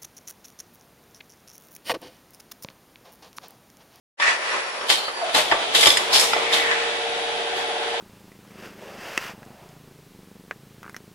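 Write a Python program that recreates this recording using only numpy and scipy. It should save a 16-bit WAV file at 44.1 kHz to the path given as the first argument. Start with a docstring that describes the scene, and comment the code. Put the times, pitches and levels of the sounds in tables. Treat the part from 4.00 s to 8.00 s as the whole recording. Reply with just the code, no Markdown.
"""A pneumatic bottle capper works through one cycle in a factory hall.
A bottle scrapes in along the guide rails and air whistles thinly in the fittings. Valves vent in short
turbulent blasts, clamp and capping head clack against the ringing steel frame, the clamp slide groans.
A geared motor comes in after a second and hums on at multiples of its shaft rate; the capped bottle
slides away. Steel panels and the hall add echoes."""
import sys
import numpy as np
from scipy import signal
from scipy.fft import rfft, irfft
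from scipy.io import wavfile

SR = 44100
rng = np.random.default_rng(int(sys.argv[2]) if len(sys.argv) > 2 else 0)


def master(y):
    """Save y as 16-bit WAV."""
    cut = np.clip(np.atleast_2d(y).T, -1, 1)
    pcm = np.round(cut * 32767)  # scale
    wavfile.write(sys.argv[1], SR, pcm.astype(np.int16))


N = 176400
T = np.arange(N) / SR
BINS_HZ = np.maximum(np.fft.rfftfreq(N, 1 / SR), 1)
SHAFT_HZ = 17.21

# Noise spectra. Each row: frequency in Hz, relative density in dB.
HALL_SPECTRUM = [(30, -55), (130, -29), (300, -9.5), (550, 1), (1100, 0), (2500, -6), (3400, -8),
                 (5200, -15), (6300, -18.5), (10000, -23.5)]
RAIL_SPECTRUM = [(200, -29.5), (600, -10), (1350, -2), (1800, -6), (2500, 0), (3100, -9), (5000, -14),
                 (9500, -22), (11000, -61)]
CRACK_SPECTRUM = [(30, -5), (130, -15.5), (280, 2), (650, -2), (1300, 1.5), (3400, 5), (6000, -1.5),
                  (10000, 6), (14000, -40)]
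ECHO_SPECTRUM = [(100, 3), (600, -4.5), (3500, -5), (12000, -5)]
JET_SPECTRUM = [(30, -14), (120, -16.5), (280, -3.5), (600, 6.5), (1400, 2.5), (2000, 3), (2500, 2.5),
                (3100, 4.5), (4500, 1), (6000, -4), (10000, -5), (13000, -13), (14500, -23)]
WHIRR_SPECTRUM = [(30, -23), (150, -18), (290, -9), (430, -2), (530, -4.5), (760, 0.5), (1050, -9.5),
                  (1450, -24), (2000, -6.5), (2700, -3.5), (3450, 1), (4500, -12), (6000, -17), (9000, -23),
                  (10000, -58)]
# Envelopes. Each row: time in seconds, gain in dB.
HALL_ENVELOPE = [(0.2, -1), (0.52, 3), (0.82, -1), (1.15, 1.5), (1.6, 2), (2.4, 4), (3.0, -7), (4, -6)]
RUB_ENVELOPE = [(0.19, -33.5), (0.228, -19), (0.248, -22.5), (0.275, -16), (0.32, -21), (0.38, -33.5),
                (0.48, -26), (0.7, -34.5), (0.9, -47), (2.3, -38), (2.58, -35), (2.71, -26.5), (2.8, -27.5),
                (3.05, -36), (4, -37)]
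MOTOR_ENVELOPE = [(1.1, -53), (1.25, -4.5), (1.5, 2), (2.1, 1.5), (2.4, 3), (2.8, 2), (3.3, 0.5), (4, -0.5)]
HUM_ENVELOPE = [(1.2, -14), (1.9, -10.5), (2.15, -5), (2.45, -2.5), (4, .5)]
GROAN_ENVELOPE = [(1.17, -71), (1.21, -29.5), (1.243, -23.5), (1.265, -29.5), (1.305, -26.5), (1.34, -41),
                  (1.55, -32), (1.7, -33.5), (1.8, -75)]
THROB_ENVELOPE = [(2.0, -25), (2.9, -7), (3.35, -5), (3.65, -0.5)]
# Air leaks. Each row: start in seconds, end in seconds, width as a fraction of pitch, level in dB.
WHISTLES = [(0.11, 0.82, 0.0054, -46), (1.02, 1.215, 0.0036, -41), (0.89, 1.074, 0.027, -39),
            (0.85, 1.066, 0.11, -34.5), (0.081, 3.95, 0.033, -49), (0.16, 3.95, 0.021, -47.5)]
# Pitch of each leak in Hz.
WHISTLE_HZ = [5420, 4620, 3100, 4250, 9950, 4620]
# Bottle chatter on the rails. Each row: time in seconds, band centre in Hz, level in dB.
CHATTER = [(0.19, 1732, -47), (0.23, 1770, -19), (0.251, 1767, -22.5), (0.277, 1850, -16.5),
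           (0.319, 1837, -29.5), (0.38, 1794, -39), (0.9, 1860, -58), (2.45, 2150, -31.5),
           (2.581, 2075, -27), (2.71, 1779, -23.5), (2.771, 1642, -32), (2.949, 1577, -37)]
# Bottle resonances. Each row: frequency in Hz, boost in dB.
BOTTLE_MODES = [(1770, 9.5), (1950, 9), (2300, 0)]
# Spools and metal parts hit their stops. Each row: start in seconds, level in dB, low edge in Hz,
# contact cut-off in Hz, pan in dB, the part's own note in Hz, its relative level in dB.
CLACKS = [(0.199, -20.5, 600, 3000, -2, 950, -3.5), (0.811, -28.5, 303, 1760, 0, 650, -8),
          (0.9, -14, 800, 4870, 5, 3530, -6), (1.082, -29, 300, 1660, -2, 1250, 3),
          (1.348, -18, 796, 3970, 0, 3970, -1.5), (1.514, -17, 402, 1890, 2, 1840, -5.5),
          (1.521, -15, 452, 1320, -2, 900, -3), (1.543, -25, 452, 1000, 3, 584, 1),
          (1.75, -18, 900, 4970, 0, 3790, -9), (1.829, -13, 396, 4080, -2, 2100, -9),
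          (1.836, -17, 300, 4000, -1, 3310, 0), (1.858, -12.5, 398, 4970, 3, 3200, -2),
          (1.869, -17, 100, 4520, 2, 582, 0), (1.871, -15, 200, 5900, -7, 5130, -1),
          (1.875, -16, 202, 5960, 2, 3600, 2), (1.9033, -15.5, 2000, 5900, -4.5, 3437, 2.5),
          (1.971, -15, 1027, 7900, -3.5, 1923, -12), (2.333, -17, 810, 1670, -3, 1353, -7),
          (2.364, -23.5, 450, 1113, 2, 704, 1), (2.531, -28, 900, 4000, 6, 3618, 7),
          (2.713, -17.5, 704, 2210, 0, 1830, -17)]
# Steel frame resonances. Each row: frequency in Hz, level in dB, T60 in seconds.
FRAME_MODES = [(598.4, -14.5, 0.11), (852, -6, 0.053), (1155, -13, 0.19), (1783, -6.5, 0.092),
               (2030, -4.5, 0.11), (2362, -9.5, 0.085), (3035, -8, 0.042), (3184, -6, 0.043),
               (3380, -13, 0.19), (3580, -3.5, 0.096), (3790, -2.5, 0.017), (5030, 1, 0.07),
               (5530, -11, 0.045), (7000, 1, 0.05)]
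# Valves vent. Each row: start in seconds, level in dB, hold in seconds, T60 in seconds, port resonance
# in Hz, its boost in dB, treble gain in dB, pan in dB, valve body ring in Hz, its boost in dB.
BLASTS = [(0.89, -17.5, 0.031, 0.17, 3840, 7.5, 2.5, -1, 3080, 6.5),
          (1.343, -17, 0.029, 0.27, 3860, 1, -3, 0.5, 3420, 3.5),
          (1.745, -15.5, 0.015, 0.87, 3400, 7.5, 3, 0.5, 3770, 3.5),
          (1.806, -21.5, 0.1, 0.059, 4440, 15.5, 19.5, 2.5, 3440, 12),
          (2.129, -14.5, 0.033, 0.099, 4440, 7.5, 2.5, 1, 5290, 9),
          (2.193, -15.5, 0.0053, 0.047, 6250, 7.5, 7.5, 0, 5400, 9),
          (2.524, -18.5, 0.017, 0.34, 3586, 5, -2, 0, 3770, 2),
          (3.558, -32.5, 0.035, 0.15, 5200, -1, -9, -1, 5380, -4)]
# Strong shaft harmonics. Each row: harmonic number, level in dB.
GEAR_LINES = [(26, -42), (27, -31.5), (34, -37), (40, -45), (42, -38), (43, -44), (49, -41.5), (50, -36.5),
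              (52, -43.5)]
# Curve for all other harmonics. Each row: frequency in Hz, level in dB.
WEAK_LINES = [(200, -68), (380, -58), (520, -56), (750, -66), (950, -54), (1300, -60)]
# Gearbox pulses. Each row: place in the turn from 0 to 1, Gaussian width in turns, pitch in Hz,
# glide in Hz per turn, level in dB.
THROBS = [(.45, .12, 385, 0, -35), (.86, .16, 750, -480, -28)]
# Stereo width of noise. Each row: frequency in Hz, left-right correlation.
CORRELATION = [(40, 1), (130, 0.99), (330, 0.98), (650, 0.83), (1200, 0.012), (4000, -0.013),
               (12000, -0.074)]
# Stereo balance. Each row: frequency in Hz, left minus right in dB.
BALANCE = [(500, -0.5), (1000, 0.2), (2500, 1.2), (5000, -0.5), (10000, -2)]


def from_db(db):
    """Decibels to gain."""
    return 10 ** (np.asarray(db) / 20)


def unit_rms(x):
    """Scale to rms 1."""
    return x / np.sqrt(np.mean(x ** 2) + 1e-20)


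def envelope(rows):
    """Gain over time from (s, dB) points."""
    return from_db(np.interp(T, *np.transpose(rows)))


def at_hz(points, hz):
    """Read a table on a log-frequency axis."""
    point_hz, value = np.transpose(points)
    return np.interp(np.log(hz), np.log(point_hz), value)


def panned(db):
    """Left and right gains, db apart."""
    return from_db([[db / 2], [-db / 2]])


def drift(rate_hz):
    """Low-passed random motion, rms 1."""
    return unit_rms(irfft(rfft(rng.standard_normal(N)) / (1 + (BINS_HZ / rate_hz) ** 2), N))


def colour(points):
    """Gain per bin from (Hz, dB) points."""
    return from_db(at_hz(points, BINS_HZ))


def resonance(hz, width_hz):
    """Squared response of one resonance, peak 1."""
    return 1 / (1 + ((BINS_HZ ** 2 - hz ** 2) / (BINS_HZ * width_hz)) ** 2)


def noise(gain):
    """Coloured stereo noise, correlated in the bass, rms 1."""
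    mid, side = rfft(rng.standard_normal((2, N)))
    alike = np.clip(at_hz(CORRELATION, BINS_HZ), -1, 1)
    stereo = np.sqrt(1 + alike) * mid + np.sqrt(1 - alike) * side * [[1], [-1]]
    return unit_rms(irfft(gain * stereo, N))


def bed_noise(spectrum, top_hz=10280):
    """Steady noise with a steep top edge."""
    return noise(colour(spectrum) / np.hypot(1, (BINS_HZ / top_hz) ** 30))


def decay(age_s, t60_s):
    """1 until age 0, then an exponential fall."""
    return from_db(-60 * np.clip(age_s / t60_s, 0, 4))


def casing(x, count=12, first_s=0.002, last_s=0.022, echo_db=-3):
    """Early reflections off steel panels comb each side differently."""
    echoes = np.zeros((2, N))
    for side in range(2):
        for lag_s, sign in zip(rng.uniform(first_s, last_s, count), rng.choice([-1, 1], count)):
            lag = int(SR * lag_s)
            echoes[side, lag:] += sign * x[side, :-lag] / np.sqrt(count)
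    return (x + from_db(echo_db) * echoes) / np.hypot(1, from_db(echo_db))


def hall_wash(base_db=-31.5, flutter_db=2.0):
    """The rest of the line blurs into fluttering noise."""
    wash = from_db(base_db + flutter_db * drift(19.5)) * bed_noise(HALL_SPECTRUM)
    return envelope(HALL_ENVELOPE) * casing(wash)


def air_whistles(edge_s=0.083):
    """Air escapes the fittings in faint narrow bands."""
    out = np.zeros((2, N))
    for hz, (start_s, end_s, width, db) in zip(WHISTLE_HZ, WHISTLES):
        gate = np.clip(np.minimum(T - start_s, end_s + edge_s - T) / edge_s, 0, 1)
        out += from_db(db) * gate * noise(resonance(hz, width * hz))
    return out


def bottle_scrape(in_width_hz=130, out_width_hz=290, capping_s=1.5, grain_db=1.1, pan_db=-0.5):
    """Grainy rail friction rings the bottle; it chatters narrowly going in, roughly going out."""
    times_s, hz, db = np.transpose(CHATTER)
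    phase = 2 * np.pi * np.cumsum(np.interp(T, times_s, hz)) / SR
    white = rfft(rng.standard_normal((2, 2, N)))
    narrow, rough = (unit_rms(irfft(white / (1 + (BINS_HZ / width_hz) ** 2), N))
                     for width_hz in (in_width_hz, out_width_hz))
    wobble = np.where(T < capping_s, narrow, rough)
    band = wobble[0] * np.cos(phase) + wobble[1] * np.sin(phase)
    chatter = from_db(np.interp(T, times_s, db)) * band
    body = 1 + sum((from_db(mode_db) - 1) * resonance(mode_hz, width_hz=90)
                   for mode_hz, mode_db in BOTTLE_MODES)
    friction = envelope(RUB_ENVELOPE) * noise(colour(RAIL_SPECTRUM) * body)
    grain = unit_rms(from_db(grain_db * drift(200)))
    return panned(pan_db) * (chatter + friction) * grain


def metal_clacks(ring_db=-5, scatter_db=3.5, attack_s=0.00033):
    """Crack, frame modes and the part's own note; light parts lack bass, soft contacts lack treble."""
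    out, age_s = np.zeros((2, N)), T[:SR // 2]
    mode_hz, mode_db, t60_s = np.transpose(FRAME_MODES)[:, :, None]
    cracks = noise(colour(CRACK_SPECTRUM))
    attack = np.minimum(age_s / attack_s, 1)
    for start_s, db, low_hz, contact_hz, pan_db, note_hz, note_db in CLACKS:
        span = slice(int(start_s * SR), int(start_s * SR) + len(age_s))
        strength = from_db(ring_db + mode_db + scatter_db * rng.standard_normal((2, len(mode_hz), 1)))
        phase = rng.uniform(0, 2 * np.pi, strength.shape)
        modes = strength * decay(age_s, t60_s) * np.sin(2 * np.pi * mode_hz * age_s + phase)
        blow = (modes.sum(axis=1) + cracks[:, span] * decay(age_s, t60_s=0.055)) * attack
        band = signal.lfilter(*signal.butter(2, contact_hz, fs=SR), blow)
        band = signal.lfilter(*signal.butter(2, low_hz, "high", fs=SR), band)
        note_phase = 2 * np.pi * note_hz * age_s + rng.uniform(0, np.pi, (2, 1))
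        note = attack * decay(age_s, t60_s=0.03) * np.sin(note_phase)
        clack = unit_rms(band) + from_db(note_db) * unit_rms(note)
        out[:, span] += from_db(db) * panned(pan_db) * blow.std() * clack
    return out


def reverb(x, wet_db=-7.5, t60_s=0.4, build_s=0.008):
    """Diffuse echoes from casing and hall."""
    tail = (noise(colour(ECHO_SPECTRUM)) * decay(T, t60_s) * np.minimum(T / build_s, 1))[:, :SR]
    tail /= np.sqrt((tail ** 2).sum(axis=1, keepdims=True))
    return x + from_db(wet_db) * signal.fftconvolve(x, tail, axes=1)[:, :N]


def valve_blasts(open_s=0.003, seep_s=0.011, seep_db=-8, bleed_db=-2.5,
                 port_q=1.7, frame_db=1, treble_hz=6140, flutter_db=1.5):
    """Each valve seeps, opens, holds and empties; port, valve body and frame colour its turbulent jet."""
    out = np.zeros((2, N))
    frame = 1 + sum(from_db(frame_db + db) * resonance(hz, width_hz=19) for hz, db, _ in FRAME_MODES)
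    air = colour(JET_SPECTRUM) * frame
    for start_s, db, hold_s, t60_s, port_hz, port_db, treble_db, pan_db, ring_hz, ring_db in BLASTS:
        port = 1 + (from_db(port_db) - 1) * resonance(port_hz, port_hz / port_q)
        ring = 1 + (from_db(ring_db) - 1) * resonance(ring_hz, width_hz=130)
        shelf = from_db(treble_db / (1 + (treble_hz / BINS_HZ) ** 4))
        jet = noise(air * port * ring * shelf)
        age_s = T - start_s
        seep = from_db(seep_db) * np.exp(np.clip(age_s / seep_s, -20, 0))
        opening = np.maximum(np.clip(age_s / open_s, 0, 1), seep)
        bleed = from_db(bleed_db) * decay(age_s - hold_s, t60_s=0.48)  # the cylinder empties slowly
        emptying = np.hypot(decay(age_s - hold_s, t60_s), bleed)
        out += from_db(db) * panned(pan_db) * opening * emptying * jet
    return out * from_db(flutter_db * drift(108))


def gear_hum(wander=0.0006, jitter_rad=0.0045, waver_db=0.6, spread_rad=0.33):
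    """Harmonics of a slightly uneven shaft, a few lifted by gears and housing."""
    shaft_hz = SHAFT_HZ * (1 + wander * drift(4.2))
    angle = 2 * np.pi * np.cumsum(shaft_hz) / SR + jitter_rad * drift(30)
    strong_db = {round(k): db for k, db in GEAR_LINES}
    wavers = [from_db(waver_db * drift(3)) for _ in range(5)]
    out = np.zeros((2, N))
    for k in range(12, 66):
        hz = k * SHAFT_HZ
        db = strong_db.get(k, at_hz(WEAK_LINES, hz))
        phase = k * angle + rng.uniform(0, 2 * np.pi)
        stereo_rad = spread_rad * (hz / 600) ** 2 * rng.choice([-1, 1]) * np.array([[1], [-1]])
        out += from_db(db) * wavers[k % len(wavers)] * np.sin(phase + stereo_rad)
    return out


def motor(whirr_db=-30.5):
    """Gear hum and throb over the whirr of bearings and belt."""
    whirr = from_db(whirr_db) * bed_noise(WHIRR_SPECTRUM)
    hum = envelope(HUM_ENVELOPE) * gear_hum()  # stands out as the motor settles
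    return envelope(MOTOR_ENVELOPE) * (hum + gear_throbs() + casing(whirr))


def clamp_groan():
    """The sliding clamp judders in one narrow resonance."""
    return envelope(GROAN_ENVELOPE) * noise(resonance(hz=685, width_hz=60))


def gear_throbs(scatter_db=1.5):
    """Each turn the gears give a low bump and a falling chirr, never quite the same."""
    out = np.zeros(N)
    for place, width_turns, hz, glide_hz_per_turn, db in THROBS:
        turn, within = np.divmod(T * SHAFT_HZ - place + 0.5, 1)
        turn = turn.astype(int) + 1
        offset_turns = within - 0.5
        phase, size = rng.standard_normal((turn[-1] + 1, 2))[turn].T
        cycles = (hz * offset_turns + glide_hz_per_turn * offset_turns ** 2 / 2) / SHAFT_HZ
        pulse = np.exp(-0.5 * (offset_turns / width_turns) ** 2)
        out += from_db(db + scatter_db * size) * pulse * np.sin(2 * np.pi * cycles + phase)
    return envelope(THROB_ENVELOPE) * out


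def scene():
    """One capping cycle over the running line."""
    cycle = reverb(metal_clacks()) + casing(valve_blasts()) + casing(bottle_scrape()) + clamp_groan()
    mix = cycle + air_whistles() + motor() + hall_wash()
    balance = from_db(at_hz(BALANCE, BINS_HZ) * np.array([[0.5], [-0.5]]))
    return irfft(rfft(mix) * balance, N)


def record(dry):
    """Round the peaks, fade in after a short silence, cut the top."""
    ceiling, start_s, fade_s, cutoff_hz = 0.92, 0.17, 0.039, 14400
    rounded = dry / (1 + (dry / ceiling) ** 6) ** (1 / 6)
    fade = np.clip((T - start_s) / fade_s, 0, 1) ** 2
    lowpass = signal.ellip(10, 0.1, 80, cutoff_hz, fs=SR, output="sos")
    return signal.sosfilt(lowpass, rounded * fade)


dry = scene()
out = record(dry)
master(out)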